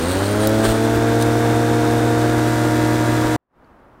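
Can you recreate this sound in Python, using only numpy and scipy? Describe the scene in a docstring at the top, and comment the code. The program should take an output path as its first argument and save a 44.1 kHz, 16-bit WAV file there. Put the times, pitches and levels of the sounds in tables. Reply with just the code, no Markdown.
"""An electric rotary lawnmower spins up in a garden, heard from its handle and then from over its deck.
Periodic suction pulses from the two-ended blade make a harmonic drone, and turbulence adds a rush.
A belt couples the blade to a much faster motor, which hums, whines and briefly squeals; the housing
buzzes in forced vibration. Friction and impact at the plastic handle give rubs, clicks and knocks,
and two puffs of air rumble. All this cuts off abruptly, and quiet outdoor air fades in."""
import sys
import numpy as np
from scipy import signal
from scipy.fft import rfft, irfft, next_fast_len
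from scipy.io import wavfile
from scipy.ndimage import uniform_filter1d, map_coordinates

SR = 44100
rng = np.random.default_rng(int(sys.argv[2]) if len(sys.argv) > 2 else 0)


def generate_wav(sig):
    """Save sig (samples, or channels by samples) to the path in sys.argv[1] as 16-bit PCM at SR."""
    pcm = np.round(np.clip(np.atleast_2d(sig).T, -1, 1) * 32767).astype(np.int16)
    wavfile.write(sys.argv[1], SR, pcm)


N = 176400

# Each row: time in seconds, blade speed in turns per second.
BLADE_SPEED = [(0, 39.5), (0.06, 43.03), (0.12, 46.02), (0.2, 48.81), (0.3, 51.37), (0.42, 53.39),
               (0.55, 54.79), (0.7, 55.49), (0.85, 56.52), (1, 57.25), (1.2, 57.91), (1.45, 58.33),
               (1.8, 58.5), (2.2, 58.75), (2.6, 58.81), (3.0, 58.88), (3.3, 59.0)]
# Tones at full speed. Each row: harmonic of that part's turn rate, dB at the handle, dB over the deck.
BLADE_TONES = [(2, -21.5, -21.5), (3, -49, -43.5), (4, -27.5, -30), (5, -48, -46), (6, -29, -30.5),
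               (7, -35.5, -44.5), (8, -23, -30), (9, -37, -41), (10, -36, -32.5), (11, -38, -41.5),
               (12, -26.5, -30), (13, -44, -50), (14, -39, -51), (16, -35.5, -32), (20, -47, -41.5),
               (24, -41, -41), (26, -40, -41.5), (28, -39, -36.5), (30, -45, -43), (34, -49, -48.5)]
MOTOR_HUM = [(1, -21.5, -21), (2, -47.5, -48), (3, -48.5, -53), (4, -59, -47), (5, -54.5, -52.5),
             (11, -57, -52)]
ARMATURE_WHINE = [(12, -48, -56), (23, -61, -57), (24, -58, -54), (26, -64, -53), (27, -50, -50)]
# Each row: blade harmonic, gain in dB for a tenfold speed.
BLADE_GROWTH = [(2, 42), (4, 35), (6, -0.5), (8, 63.5), (10, 5), (12, 22), (14, 20), (16, 70), (34, 60)]
# Air resonances of the deck. Each row: blade harmonic, centre in Hz, width in Hz, gain in dB.
DECK_RESONANCES = [(4, 218, 20, 7), (4, 197, 12, -6), (6, 325, 18, 8), (10, 542, 28, 14),
                   (10, 566, 14, -12)]
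# Housing vibration. Each row: frequency in Hz, level per spectral line in dB.
BUZZ_ENVELOPE = [(850, -56), (1300, -51.5), (1700, -51.5), (2300, -57), (2900, -60.5), (3750, -56.5),
                 (4400, -61), (5200, -60), (7000, -63.5), (9300, -66), (10500, -70.5)]
# Each row: time in seconds, frequency in Hz, level in dB.
BRUSH_SQUEAL = [(0, 8800, -53), (.06, 8920, -43), (.12, 9100, -40), (.17, 8900, -54), (.24, 9150, -46),
                (.33, 9300, -45), (.45, 9347, -42), (.6, 9400, -90)]
# Noise spectra. Each row: frequency in Hz, relative spectral density in dB.
CHURN_SPECTRUM = [(20, -14.5), (35, -7.5), (55, -2.5), (85, -2.5), (150, -9), (210, -5.5), (290, -1),
                  (380, -3), (500, -6), (680, -7.5), (850, -8.5), (1200, -11), (1600, -10), (2100, -20),
                  (2800, -25), (5000, -51)]
HISS_SPECTRUM = [(800, -41.5), (2000, 6), (2800, 1), (3800, 3), (5000, -1.5), (7000, -1), (8700, -3.5),
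                 (9500, -1.5), (10400, -8), (12000, -5), (15800, -11.5)]
RUB_SPECTRUM = [(1500, -26.5), (3000, -4), (4200, 4.5), (5300, -11.5), (7500, -7.5), (8500, 3), (9200, 0.5),
                (10200, -12), (13000, -15), (15800, -11.5)]
SCRAPE_SPECTRUM = [(100, -12), (400, 5), (900, -2.5), (1600, 0), (2300, -4.5), (3200, -2), (5000, -9.5),
                   (6500, -12), (9000, -3.5), (10500, -19), (15800, -15.5)]
PUFF_SPECTRUM = [(20, -13.5), (45, -3), (65, 1), (100, -9.5), (250, -40.5)]
GARDEN_SPECTRUM = [(20, -11), (45, -2), (100, -4.5), (160, -8), (250, -5), (450, -8), (700, -8.5),
                   (1200, -10), (1700, -17.5), (2400, -27), (4000, -37.5), (7000, -45), (15500, -47.5)]
# Swells of noise. Each row: start in seconds, length in seconds, level in dB.
HAND_RUBS = [(-.1, 0.54, -33.5), (.08, 0.065, -39), (.40, .075, -30.5), (.45, 0.44, -36.5), (.62, .14, -43),
             (.835, .03, -37.5), (1.195, 0.048, -33)]
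LEVER_SCRAPES = [(.628, 0.05, -23), (.668, .065, -29.5)]
AIR_PUFFS = [(.66, .09, -22), (.92, 0.11, -29)]
# Each row: start in seconds, level in dB, relative level of the ring in dB.
HANDLE_CLICKS = [(.3581, -24, -25), (.4723, -7, -20), (.4933, -17, -25), (1.2141, -20, -18),
                 (1.2241, -15, -10), (1.2645, -24, -25)]
# Each row: start in seconds, level in dB.
LEVER_KNOCKS = [(.641, -19), (.652, -16.5), (.659, -23), (0.684, -27.5)]
# Normal modes. Each row: frequency in Hz, relative level in dB, 60 dB decay time in seconds.
HANDLE_MODES = [(3790, 3, 0.023), (5220, -4.5, 0.022), (6070, 1, 0.024), (9000, -2, .02), (11150, -3, .02)]
LEVER_HOUSING_MODES = [(380, -3, .035), (890, -5, .03), (1220, -1.5, .03), (1580, -3, .05), (3230, -8, .02)]
# Each row: time in seconds, level of the outdoor air in dB.
GARDEN_FADE = [(3.39, -77), (3.48, -81), (3.53, -64), (3.57, -54.5), (3.64, -50), (4, -49)]

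MOTOR_RATIO, BELT_RATIO = 5.2855, 1.45  # cycles per blade turn
MOTOR_GROWTH_DB, CHURN_GROWTH_DB = 152, -3  # for a tenfold speed
CHURN_DB, HISS_DB, HISS_OVER_DECK_DB, WAVER_DB = -25, -36, 1, 0.69
MOVE_START_S, MOVE_END_S, CUT_S = 2.12, 2.52, 3.364


def mower():
    """Mechanical coupling: one rotation drives blade, motor, housing and air."""
    speed = uniform_filter1d(curve(BLADE_SPEED), size=2000, mode="nearest")
    angle = 2 * np.pi * np.cumsum(speed * (1 + .0005 * wobble(20))) / SR
    over_deck = np.clip((clock() - MOVE_START_S) / (MOVE_END_S - MOVE_START_S), 0, 1)  # 0 at the handle
    return sum(source(angle, speed, over_deck) for source in (blade, motor, buzz, turbulence))


def blade(angle, speed, over_deck):
    """Fourier series: suction pulses, two a turn, make a drone of mainly even harmonics."""
    out = np.zeros(N)
    for k, handle_db, above_db in BLADE_TONES:
        db = handle_db + (above_db - handle_db) * over_deck + WAVER_DB * wobble(7.89)
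        db += deck_db(k, speed) - deck_db(k, speed[-1])
        db += np.interp(k, *np.transpose(BLADE_GROWTH)) * np.log10(speed / speed[-1])
        phase = 0.96 * max(1, k / 12) * rng.standard_normal()  # high harmonics fall further out of step
        out -= amp(db) * np.cos(k * angle + phase)
    return np.sqrt(2) * out


def deck_db(harmonic, speed):
    """Cavity resonance: a blade tone swells or dips as it sweeps through the deck's response."""
    return sum(db / (1 + (2 * (harmonic * speed - centre_hz) / width_hz) ** 2)
               for k, centre_hz, width_hz, db in DECK_RESONANCES if k == harmonic)


def motor(angle, speed, over_deck):
    """Rotating unbalance hums and the armature whines; the blade's load modulates both via the belt."""
    shaft_angle = MOTOR_RATIO * angle + .006 * wobble(30)
    out = np.zeros(N)
    for k, handle_db, above_db in MOTOR_HUM + ARMATURE_WHINE:
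        db = handle_db + (above_db - handle_db) * over_deck + WAVER_DB * wobble(7.03)
        out += amp(db) * np.cos(k * shaft_angle + rng.uniform(0, 2 * np.pi))
    load = 1 + 0.073 * (np.cos(angle) + np.cos(4 * angle))
    return np.sqrt(2) * out * load * amp(MOTOR_GROWTH_DB * np.log10(speed / speed[-1]))


def buzz(angle, speed, over_deck, scatter_db=3.5, size=4096):
    """Forced vibration: shaken once a turn, the housing radiates a line spectrum uneven by direction."""
    hz = np.arange(size // 2 + 1) * speed[-1]
    in_band = (hz > BUZZ_ENVELOPE[0][0]) & (hz < BUZZ_ENVELOPE[-1][0])
    lines = in_band * amp(spectrum_db(BUZZ_ENVELOPE, hz) + scatter_db * rng.standard_normal((2, len(hz))))
    cycles = irfft(lines * np.exp(2j * np.pi * rng.random(lines.shape))) * size / np.sqrt(2)
    turn_fraction = angle / (2 * np.pi) % 1
    behind, above = (np.interp(turn_fraction, np.arange(size) / size, cycle) for cycle in cycles)
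    return behind * np.sqrt(1 - over_deck) + above * np.sqrt(over_deck)


def turbulence(angle, speed, over_deck):
    """Turbulent noise pulses as the blade ends pass the deck's walls; the hiss also beats with the belt."""
    slaps = (np.cos(4 * angle) + np.cos(8 * angle) + np.cos(12 * angle)) / np.sqrt(3)
    churn_pulse = 1 + .2 * np.cos(2 * angle) + .3 * slaps
    hiss_pulse = 1 + .18 * np.cos(2 * angle) + .16 * np.cos(BELT_RATIO * angle)
    churn = noise(CHURN_SPECTRUM) * unit(churn_pulse * amp(.9 * wobble(40)))
    hiss = noise(HISS_SPECTRUM) * unit(hiss_pulse * amp(0.72 * wobble(60)))
    churn *= amp(CHURN_DB + CHURN_GROWTH_DB * np.log10(speed / speed[-1]))
    hiss *= amp(HISS_DB + HISS_OVER_DECK_DB * over_deck)
    return churn + hiss


def squeal(spread_hz=170):
    """Friction at the motor's brushes excites a thin, unsteady tone that rises and dies away."""
    times, hz, db = np.transpose(BRUSH_SQUEAL)
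    pitch = np.interp(clock(), times, hz) + spread_hz * wobble(700)
    level = amp(np.interp(clock(), times, db) + 2.6 * wobble(90))
    return np.sqrt(2) * level * np.sin(2 * np.pi * np.cumsum(pitch) / SR)


def rubbing():
    """Sliding friction: the hand rubs the handle, and the lever scrapes as it is gripped."""
    rubs = swells(HAND_RUBS, RUB_SPECTRUM, grain_db=3.5)
    return rubs + swells(LEVER_SCRAPES, SCRAPE_SPECTRUM, grain_db=1.5)


def clicks(snap_t60_s=.016, highpass_hz=5200):
    """Impulse response: each bright snap comes with a short ring of the plastic handle."""
    out, t = np.zeros(N), np.arange(SR // 10) / SR
    highpass = signal.butter(2, highpass_hz, "high", fs=SR, output="sos")
    for start, db, ring_db in HANDLE_CLICKS:
        snap = signal.sosfilt(highpass, rng.standard_normal(len(t))) * amp(-60 * t / snap_t60_s)
        ring = amp(ring_db) * ringing(HANDLE_MODES, t)
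        out[round(start * SR):][:len(t)] += amp(db) * (snap / 2 + ring)
    return out


def knocks():
    """Impacts of the lever excite the normal modes of its hollow housing."""
    return sum(amp(db) * ringing(LEVER_HOUSING_MODES, np.maximum(clock() - start, 0))
               for start, db in LEVER_KNOCKS)


def puffs():
    """Pressure fluctuations in puffs of air at the listener make a low rumble."""
    return swells(AIR_PUFFS, PUFF_SPECTRUM, grain_db=-3.5)


def garden(tick_s=3.645, tick_hz=4500, tick_db=-58, tick_t60_s=.018):
    """Ambient noise of outdoor air fades in, with one damped mode as a faint tick."""
    tick = ringing([(tick_hz, tick_db, tick_t60_s)], np.maximum(clock() - tick_s, 0))
    return noise(GARDEN_SPECTRUM) * amp(curve(GARDEN_FADE)) + tick


def swells(rows, spectrum, grain_db):
    """Amplitude modulation: grainy noise under half-sine envelopes."""
    envelope = sum(amp(db) * np.sin(np.pi * np.clip((clock() - start) / length, 0, 1))
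                   for start, length, db in rows)
    return envelope * unit(noise(spectrum) * amp(grain_db * wobble(500)))


def ringing(modes, t):
    """Free vibration: each mode decays exponentially."""
    return sum(amp(db - 60 * t / t60) * np.sin(2 * np.pi * hz * t) for hz, db, t60 in modes)


def noise(spectrum):
    """Spectral shaping of white noise, at rms 1."""
    return unit(filtered(rng.standard_normal(N), lambda hz: amp(spectrum_db(spectrum, hz))))


def filtered(x, response):
    """Linear filtering: the spectrum of x times a frequency response."""
    size = next_fast_len(N + 8192)
    return irfft(rfft(x, size) * response(np.fft.rfftfreq(size, 1 / SR)), size)[:N]


def spectrum_db(rows, hz):
    """Interpolation of levels on a logarithmic frequency axis."""
    row_hz, db = np.transpose(rows)
    return np.interp(np.log(hz + 1), np.log(row_hz + 1), db)


def wobble(rate):
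    """Smooth random fluctuation, with rate knots a second."""
    return map_coordinates(rng.standard_normal(int(N * rate / SR) + 4), [clock() * rate])


def curve(rows):
    """Linear interpolation of timed values to every sample."""
    return np.interp(clock(), *np.transpose(rows))


def clock():
    """Sample times in seconds."""
    return np.arange(N) / SR


def amp(db):
    """Decibels to amplitude."""
    return 10 ** (np.asarray(db) / 20)


def unit(x):
    """Normalisation to rms 1."""
    return x / np.sqrt(np.mean(x ** 2) + 1e-20)


def scene():
    """Superposition: mower, handle and puffs sound until the cut, then the quiet garden."""
    handle = rubbing() + clicks() + knocks()
    gate = np.clip((CUT_S - clock()) / 0.0019, 0, 1)
    return (gate * (mower() + squeal() + handle + puffs()) + garden())[None]


def record(dry, cutoff_hz=15850):
    """Band limiting: a steep low-pass removes the highest treble."""
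    return filtered(dry[0], lambda hz: 1 / (1 + (hz / cutoff_hz) ** 200))[None]


dry = scene()
out = record(dry)
generate_wav(out)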